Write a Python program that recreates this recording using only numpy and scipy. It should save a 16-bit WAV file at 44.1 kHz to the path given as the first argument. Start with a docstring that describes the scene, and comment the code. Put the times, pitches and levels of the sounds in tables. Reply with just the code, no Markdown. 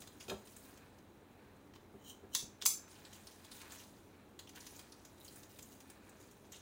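"""Kitchen shears work along a fish on a wooden board and snap twice through its backbone.
The fish flops down, the blades rub, bone cracks and the steel rings into a small kitchen.
Then gloved hands peel the wet fish off the board, turn it and pat it: films tear, bubbles pop.
A fan rushes low throughout."""
import sys
import numpy as np
from scipy import signal
from scipy.io import wavfile
from scipy.ndimage import uniform_filter1d

SR = 44100
rng = np.random.default_rng(int(sys.argv[2]) if len(sys.argv) > 2 else 0)


def file_out(sig):
    """Save sig as 16-bit WAV at sys.argv[1]."""
    # one column per channel
    cols = np.atleast_2d(sig).T
    # limit, then scale
    lim = np.clip(cols, -1, 1)
    pcm = np.round(lim * 32767).astype(np.int16)
    wavfile.write(sys.argv[1], SR, pcm)


N = 291501

# wet skin and glove: (frequency [Hz], gain [dB])
WET_SPECTRUM = [(400, -9.5), (1000, -7.5), (2000, -5.5), (3500, 0.5), (4800, -2.5), (6700, 1), (8200, -2.5),
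                (9700, -0.5), (11500, -9), (13700, -4), (15300, -6)]


def amp(db):
    return 10 ** (np.asarray(db) / 20)


def unit_rms(x):
    return x / np.sqrt(np.mean(x ** 2) + 1e-30)


def unit_energy(x):
    return x / np.sqrt(np.sum(x ** 2) + 1e-30)


def interp_log_hz(points, hz):
    knots_hz, values = np.transpose(points)
    return np.interp(np.log(hz + 1), np.log(knots_hz + 1), values)


def add(mix, start_s, sound):
    part = mix[max(round(start_s * SR), 0):][:len(sound)]
    part += sound[:len(part)]


def colour(x, spectrum, tilt_db_oct=0, size=4096):
    """Minimum-phase filter: the given spectrum, tilted about 1 kHz."""
    hz = abs(np.fft.fftfreq(size, 1 / SR))
    log_gain = np.log(amp(interp_log_hz(spectrum, hz) + tilt_db_oct * np.log2((hz + 20) / 1000)))
    taps = np.fft.ifft(np.exp(np.conj(signal.hilbert(log_gain)))).real
    return signal.oaconvolve(x, taps[:size // 2])[:len(x)]


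def ring(x, hz, width_hz):
    """One damped mode driven by x; unit energy."""
    r = np.exp(-np.pi * width_hz / SR)
    return unit_energy(signal.lfilter([1, 0, -1], [1, -2 * r * np.cos(2 * np.pi * hz / SR), r * r], x))


def burst(length_s, rise=0.48, size=22050):
    """A run of tiny slips: noise that swells and dies; unit energy."""
    age = np.arange(size) / SR / length_s
    return unit_energy(rng.standard_normal(size) * age ** rise * np.exp(-2 * age))


def wander(samples):
    """Smooth random drift; unit RMS."""
    return unit_rms(uniform_filter1d(uniform_filter1d(rng.standard_normal(N), samples), samples))


def fan(level_db=-61.57, waver_rad=1.1):
    """Steady low rush with faint wavering tones."""
    # air rush: (frequency [Hz], gain [dB])
    spectrum = [(15, -59), (25, -8), (80, -3.5), (137, -4.5), (161, -6), (285, -2), (714, -12.5),
                (796, -12), (863, -11.5), (988, -14.5), (2550, -24), (3080, -27.5), (3920, -27.5),
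                (4740, -35.5), (16000, -37)]
    # hum: (frequency [Hz], RMS level [dB])
    tones = [(92, -72), (208, -74.5), (285, -79), (412, -79.5), (4021, -91.5), (13598, -93.5)]
    out = amp(level_db) * unit_rms(colour(rng.standard_normal(N + 4096), spectrum)[-N:])
    for hz, db in tones:
        phase = 2 * np.pi * hz * np.arange(N) / SR + waver_rad * wander(6000)
        out += amp(db) * np.sqrt(2) * np.sin(phase)
    return out


def touch(start_s, hold_s, release_s, attack_s=0.0046):
    """Contact envelope: linear attack, hold, exponential release."""
    t = np.arange(N) / SR - start_s
    return np.clip(t / attack_s, 0, 1) * np.exp(-np.maximum(t - hold_s, 0) / release_s)


def pressure(treble=False, settling_db=-78.5):
    """Crackle envelope: presses over light handling and flesh settling by itself."""
    # (start [s], hold [s], level [dB], extra treble [dB]: high for glove creases, low for flesh)
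    presses = [(0.0, 0.016, -57.5, 1), (0.198, 0.038, -55, -4), (.28, .025, -52, -1), (.45, 0.074, -66, 7),
               (.56, 0.14, -66.5, 9), (2.902, 0.024, -62.5, 1), (3.127, 0.033, -58, -3),
               (3.263, 0.025, -65, 6), (3.508, 0.1, -59, 3.5), (3.703, 0.11, -56, -2.5),
               (4.388, 0.016, -58.5, -8), (4.548, 0.25, -59.5, 0.5), (5.198, 0.19, -63.5, 6),
               (5.49, 0.19, -68, 7), (5.705, 0.023, -61, 2), (6.197, 0.013, -60, 0),
               (6.517, 0.043, -56, -8)]
    # hand on the fish: (start [s], hold [s], level [dB])
    holds = [(0.0, 0.76, -69), (2.876, 1.015, -64.5), (4.47, 1.41, -69), (6.03, .55, -71.5)]
    press_power = sum((amp(db + treble * treble_db) * touch(start_s, hold_s, release_s=0.033)) ** 2
                      for start_s, hold_s, db, treble_db in presses)
    hold_power = sum((amp(db) * touch(start_s, hold_s, release_s=0.16)) ** 2
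                     for start_s, hold_s, db in holds)
    return np.sqrt(press_power + hold_power + amp(settling_db) ** 2)


def squelch(pops_per_s=3000, spread_db=0.5, clump_db=5.5, fizz_db=-6, gain_db=-3.5, split_hz=9500):
    """Tiny bubbles and glove creases pop in clumps under the hand."""
    t = np.arange(256) / SR
    pops = np.zeros(N)
    pitches_hz = np.linspace(1000, 15500, 16)
    for hz in pitches_hz:
        clumps = 2 * np.tanh(wander(700) / 2)
        sizes = amp(spread_db * np.minimum(rng.exponential(1, N), 3) + clump_db * clumps)
        clicks = sizes * rng.choice([-1, 1], N) * (rng.random(N) < pops_per_s / len(pitches_hz) / SR)
        grain = np.sin(2 * np.pi * hz * t) * np.exp(-hz * t / 2.5)
        pops += unit_rms(signal.oaconvolve(clicks, grain)[:N])
    wet = colour(unit_rms(pops) + amp(fizz_db) * rng.standard_normal(N), WET_SPECTRUM)
    body = signal.sosfiltfilt(signal.butter(2, split_hz, fs=SR, output="sos"), wet)
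    return amp(gain_db) * (body * pressure() + (wet - body) * pressure(treble=True)) / wet.std()


def smack(hz, click_db, tear_s=0.0059, width_ratio=0.46, overtone_ratio=1.91, overtone_db=-7):
    """A wet film tears and rings two modes of the air pocket behind it."""
    tear = unit_energy(colour(burst(tear_s, rise=1.28, size=4096), WET_SPECTRUM, tilt_db_oct=-2))
    width_hz, upper_hz = hz * width_ratio, min(hz * overtone_ratio, 15000)
    lower = ring(ring(tear, hz, width_hz), hz, width_hz)
    upper = ring(ring(tear, upper_hz, width_hz), upper_hz, width_hz)
    return unit_energy(lower + amp(overtone_db) * upper + amp(click_db) * tear)


def smacks(gain_db=17):
    """Skin or glove pulls free with a distinct smack."""
    # (time [s], relative energy [dB], pocket resonance [Hz], click re pocket [dB])
    releases = [(.017, -45.5, 3900, 10), (0.072, -45.5, 3770, 7), (.206, -45, 2540, -5),
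                (.471, -50.5, 3050, 17), (.563, -45.5, 8060, -3), (.772, -52.5, 6600, 8),
                (.983, -59, 6000, 12), (3.049, -46.5, 3980, -10), (3.129, -47, 6160, 7),
                (3.269, -43.5, 4800, -3), (3.446, -48, 3850, 13), (3.514, -44.5, 4300, 4),
                (3.614, -43, 2240, 11), (3.718, -42.5, 7170, 2), (4.39, -41, 3700, 4),
                (4.470, -50, 2850, -8), (4.491, -47, 5900, 12), (4.557, -46, 4580, 16),
                (4.603, -46.5, 5900, -12), (4.665, -42, 6060, 6), (4.761, -48, 6800, -8),
                (4.791, -44, 4900, 16), (4.92, -47, 4870, -35), (5.049, -47, 6300, 5),
                (5.245, -48.5, 7300, -21), (5.278, -47, 4450, -8), (5.357, -48, 10000, -8),
                (5.43, -48.5, 5130, 14), (5.587, -43.5, 6800, 18), (5.623, -44.5, 7300, -26),
                (5.802, -48.5, 6340, 21), (5.898, -46.5, 8750, 2), (6.091, -53, 7530, -14),
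                (6.311, -54.5, 7310, 8), (6.519, -43.5, 6600, 0), (6.541, -49.5, 2740, -8)]
    out = np.zeros(N)
    for time_s, db, hz, click_db in releases:
        add(out, time_s, amp(db + gain_db) * smack(hz, click_db))
    return out


def crinkles(count=130, gain_db=24, spread_db=9, low_hz=3200, high_hz=9500):
    """Small glove and skin smacks at random times, scaled by pressure."""
    out = np.zeros(N)
    for when, weakness, pitch in rng.random((count, 3)):
        hz = low_hz * (high_hz / low_hz) ** pitch
        add(out, when * N / SR, amp(gain_db - spread_db * weakness) * smack(hz, click_db=-4))
    return out * pressure()


def drag(grains_per_s=1500, clump_db=2.5):
    """Fish or blades slide over wet flesh and wood: dull grains, a bell-shaped swell per slide."""
    # (time of top speed [s], length [s], level [dB])
    slides = [(0.298, 0.31, -70), (0.764, 0.31, -69.5), (1.456, 0.21, -71.5), (3.058, 0.96, -70),
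              (3.682, 0.21, -61.5), (4.18, 0.12, -70), (4.571, 0.047, -61), (4.813, 0.24, -68.5),
              (5.354, 0.28, -70), (6.05, 0.31, -68), (6.56, 0.13, -75)]
    # wet friction: (frequency [Hz], gain [dB])
    spectrum = [(300, -24), (900, 2.5), (1300, 0.5), (1650, 4.5), (2000, -3.5), (2500, 2.5), (2900, -10.5),
                (4000, -6.5), (9000, -33.5)]
    t = np.arange(N) / SR
    power = sum(amp(db) ** 2 * np.exp(-(2 * (t - time_s) / length_s) ** 2)
                for time_s, length_s, db in slides)
    grains = rng.standard_normal(N) * (rng.random(N) < grains_per_s / SR) * amp(clump_db * wander(600))
    return np.sqrt(power) * unit_rms(colour(grains, spectrum))


def thumps(lowpass_hz=1500):
    """Soft flesh lands on the board and drives its modes."""
    # (frequency [Hz], level [dB], t60 [s])
    board_modes = [(59, -2.5, .16), (110.5, 3.5, .16), (209.3, 4.5, 0.17), (290, -4.5, 0.15),
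                   (398, 8, 0.061), (534, 0, 0.046), (679, -5, 0.065), (740, -5.5, .09), (896, -13.5, 0.13),
                   (1340, -13, 0.13), (1662, -8.5, 0.096)]
    # (time [s], energy before low-pass [dB], contact [s], tilt [dB/oct])
    blows = [(0.278, -16.5, 0.036, 2), (0.305, -15, 0.016, 4), (0.318, -10.5, 0.0071, 1),
             (0.34, -27, 0.0048, -15), (1.938, -24, .012, -2.5), (2.232, -25.5, 0.017, 1.5),
             (2.425, -23, 0.017, -5.5), (2.458, -30.5, 0.017, -10.5), (2.626, -29.5, 0.016, 0)]
    out = np.zeros(N)
    for time_s, db, contact_s, tilt_db_oct in blows:
        wood = 0
        for hz, mode_db, t60_s in board_modes:
            width_hz = np.log(1000) / np.pi / t60_s
            wood += amp(mode_db + tilt_db_oct * np.log2(hz / 300)) * ring(burst(contact_s), hz, width_hz)
        add(out, time_s, amp(db) * unit_energy(wood))
    return signal.sosfilt(signal.butter(2, lowpass_hz, fs=SR, output="sos"), out)


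def knocks(width_hz=60, contact_s=0.0055):
    """Shears hit the board: a short, dull clink."""
    # (time [s], energy [dB])
    hits = [(.281, -27), (0.2963, -16.5), (2.618, -25.5)]
    # steel on wood: (frequency [Hz], level [dB])
    modes = [(1350, -6.5), (1720, -12), (2450, -2.5), (2600, -3.5), (3280, -2), (3700, -1.5), (4150, -9),
             (4930, -6.5), (6300, -7.5), (7000, -8.5), (7650, -14.5)]
    out = np.zeros(N)
    for time_s, db in hits:
        clink = sum(amp(mode_db) * ring(burst(contact_s), hz, width_hz) for hz, mode_db in modes)
        add(out, time_s, amp(db) * unit_energy(clink))
    return out


def blade_rub(slips_per_s=3500, rasp_db=-3, chatter_db=1, range_db=21):
    """Edge-on-edge stick-slip rasps and rings the blades, louder as the grip tightens."""
    # (peak time [s], level [dB], rise over range_db [s], fall over range_db [s])
    squeezes = [(1.755, -67, 0.019, .035), (2.103, -51.5, 0.081, 0.037), (2.346, -43.5, 0.021, .006),
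                (2.62, -48, 0.011, 0.031)]
    # rubbed blades: (frequency [Hz], width [Hz], level [dB])
    modes = [(3075, 170, 2.5), (3980, 410, -3.5), (5900, 560, -7.5), (6700, 1400, 1), (7940, 970, -11),
             (8800, 390, -5), (11400, 500, -14), (13380, 1600, -5.5), (15600, 700, -10.5)]
    t = np.arange(N) / SR
    grip = sum(amp(db - range_db * np.maximum((peak_s - t) / rise_s, (t - peak_s) / fall_s))
               for peak_s, db, rise_s, fall_s in squeezes)
    slips = rng.standard_normal(N) * (rng.random(N) < slips_per_s / SR) * amp(chatter_db * wander(150))
    song = sum(amp(db) * ring(ring(slips, hz, width_hz), hz, 3 * width_hz) for hz, width_hz, db in modes)
    return grip * unit_rms(song + amp(rasp_db) * unit_energy(slips))


def snips(clash_s=0.0025, clash_width_hz=170, tail_width_hz=12, tail_db=-21):
    """Bone cracks and the released blades clash; returns (cracks, rings)."""
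    # (time [s], crack energy [dB], crack length [s], steel energy [dB], closure [0-1], tilt [dB/oct])
    bites = [(1.737, -36, 0.006, -55, 0, -5.5), (1.759, -31, 0.0056, -50, 0, -7),
             (2.349, -11.5, 0.0019, -9, 0.44, -0.5), (2.3512, -14, 0.0035, -9, 0.52, -4),
             (2.6157, -32, 0.0021, -22.5, 0, -10), (2.622, -19.5, .003, -23.5, 0.63, -3.5),
             (2.6533, -33, .005, -11.5, 0.9, 2), (2.6585, -5, 0.0037, -12, 0.85, -1),
             (2.6622, -8.5, 0.0033, 0, 0.97, 0)]
    # bone fracture: (frequency [Hz], gain [dB])
    crack_spectrum = [(250, -17.5), (600, -21), (1000, -1), (1800, -4), (2600, 2), (5000, 6.5),
                      (8500, -6.5), (12000, -11), (16000, 4.5)]
    # (frequency [Hz], level ajar [dB], level shut [dB])
    steel_modes = [(2367, -13, -12), (2820, -38, -48), (3523, 18, -25.5), (4060, 1.5, -15.5),
                   (4800, 4, -26.5), (4850, 9.5, -16.5), (5300, -13.5, -4), (5940, -22.5, -16),
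                   (5910, 4, -6.5), (6330, 12.5, 1), (6350, -27.5, -3), (6350, 2, -0.5), (6640, -0.5, -1.5),
                   (7210, -5, 0.5), (7400, 13, -13.5), (7620, -2.5, 0.5), (8370, -24.5, -6.5),
                   (8800, 4, -30), (10400, 7, -26.5), (9450, -8, -2), (9950, -3, -1), (10840, -13, -14),
                   (11550, -36.5, -6), (12200, -16.5, -9), (12760, -28, -5.5), (14000, -32.5, -15),
                   (15500, -9.5, -13), (14700, -16, -7), (16100, -7.5, -14)]
    cracks, rings = np.zeros(N), np.zeros(N)
    for time_s, crack_db, crack_s, steel_db, closure, tilt_db_oct in bites:
        crack = colour(burst(crack_s), crack_spectrum, tilt_db_oct)
        add(cracks, time_s, amp(crack_db) * unit_energy(crack))
        steel = 0
        for hz, ajar_db, shut_db in steel_modes:
            mode_db = ajar_db + closure * (shut_db - ajar_db) + tilt_db_oct * np.log2(hz / 6000)
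            # hand and flesh damp the clash; only strong modes ring on
            clash = ring(burst(clash_s), hz, clash_width_hz)
            tail = ring(burst(clash_s), hz, tail_width_hz * max(hz / 6000, 1))
            steel += amp(mode_db) * (clash + amp(tail_db + min(mode_db, 0)) * tail)
        add(rings, time_s, amp(steel_db) * unit_energy(steel))
    return cracks, rings


def kitchen(x, echoes_per_s=5000, gap_s=0.0025, size=32768):
    """Dense reflections off tiles and cupboards; each band decays at its own rate."""
    # (frequency [Hz], t60 [s])
    decay_times = [(100, 0.098), (500, 0.34), (2000, 0.23), (6500, 0.32), (10000, 0.25), (16000, 0.24)]
    taps = rng.choice([-1., 1.], size) * (rng.random(size) < echoes_per_s / SR)
    taps *= np.arange(size) / SR > gap_s
    hz, t, bands = signal.stft(taps, SR, nperseg=256)
    fade = amp(-60 * t / interp_log_hz(decay_times, hz)[:, None])
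    response = signal.istft(bands * fade, SR, nperseg=256)[1]
    return signal.fftconvolve(x, unit_energy(response))[:N]


def scene():
    """Mono mix: shears, board and fish, direct and through the room, plus the fan."""
    cracks, rings = snips()
    rub = blade_rub()
    wood = thumps() + knocks()
    flesh = smacks() + crinkles() + squelch() + drag()
    room = kitchen(amp(-6) * (cracks + rub + wood) + amp(0.5) * rings + amp(-5.5) * flesh)
    return (cracks + rings + rub + wood + flesh + room + fan())[None]


def record(dry, low_cut_hz=40, port_hz=15450, port_width_hz=700, high_cut_hz=15880):
    """Microphone bass roll-off and port resonance, then a steep low-pass."""
    thin = signal.sosfilt(signal.butter(2, low_cut_hz, "highpass", fs=SR, output="sos"), dry)
    port = signal.lfilter(*signal.iirpeak(port_hz, port_hz / port_width_hz, fs=SR), thin)
    lowpass = signal.firwin(511, high_cut_hz, window=("kaiser", 9), fs=SR)
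    return signal.oaconvolve(thin + port, lowpass[None], "same")


dry = scene()
out = record(dry)
file_out(out)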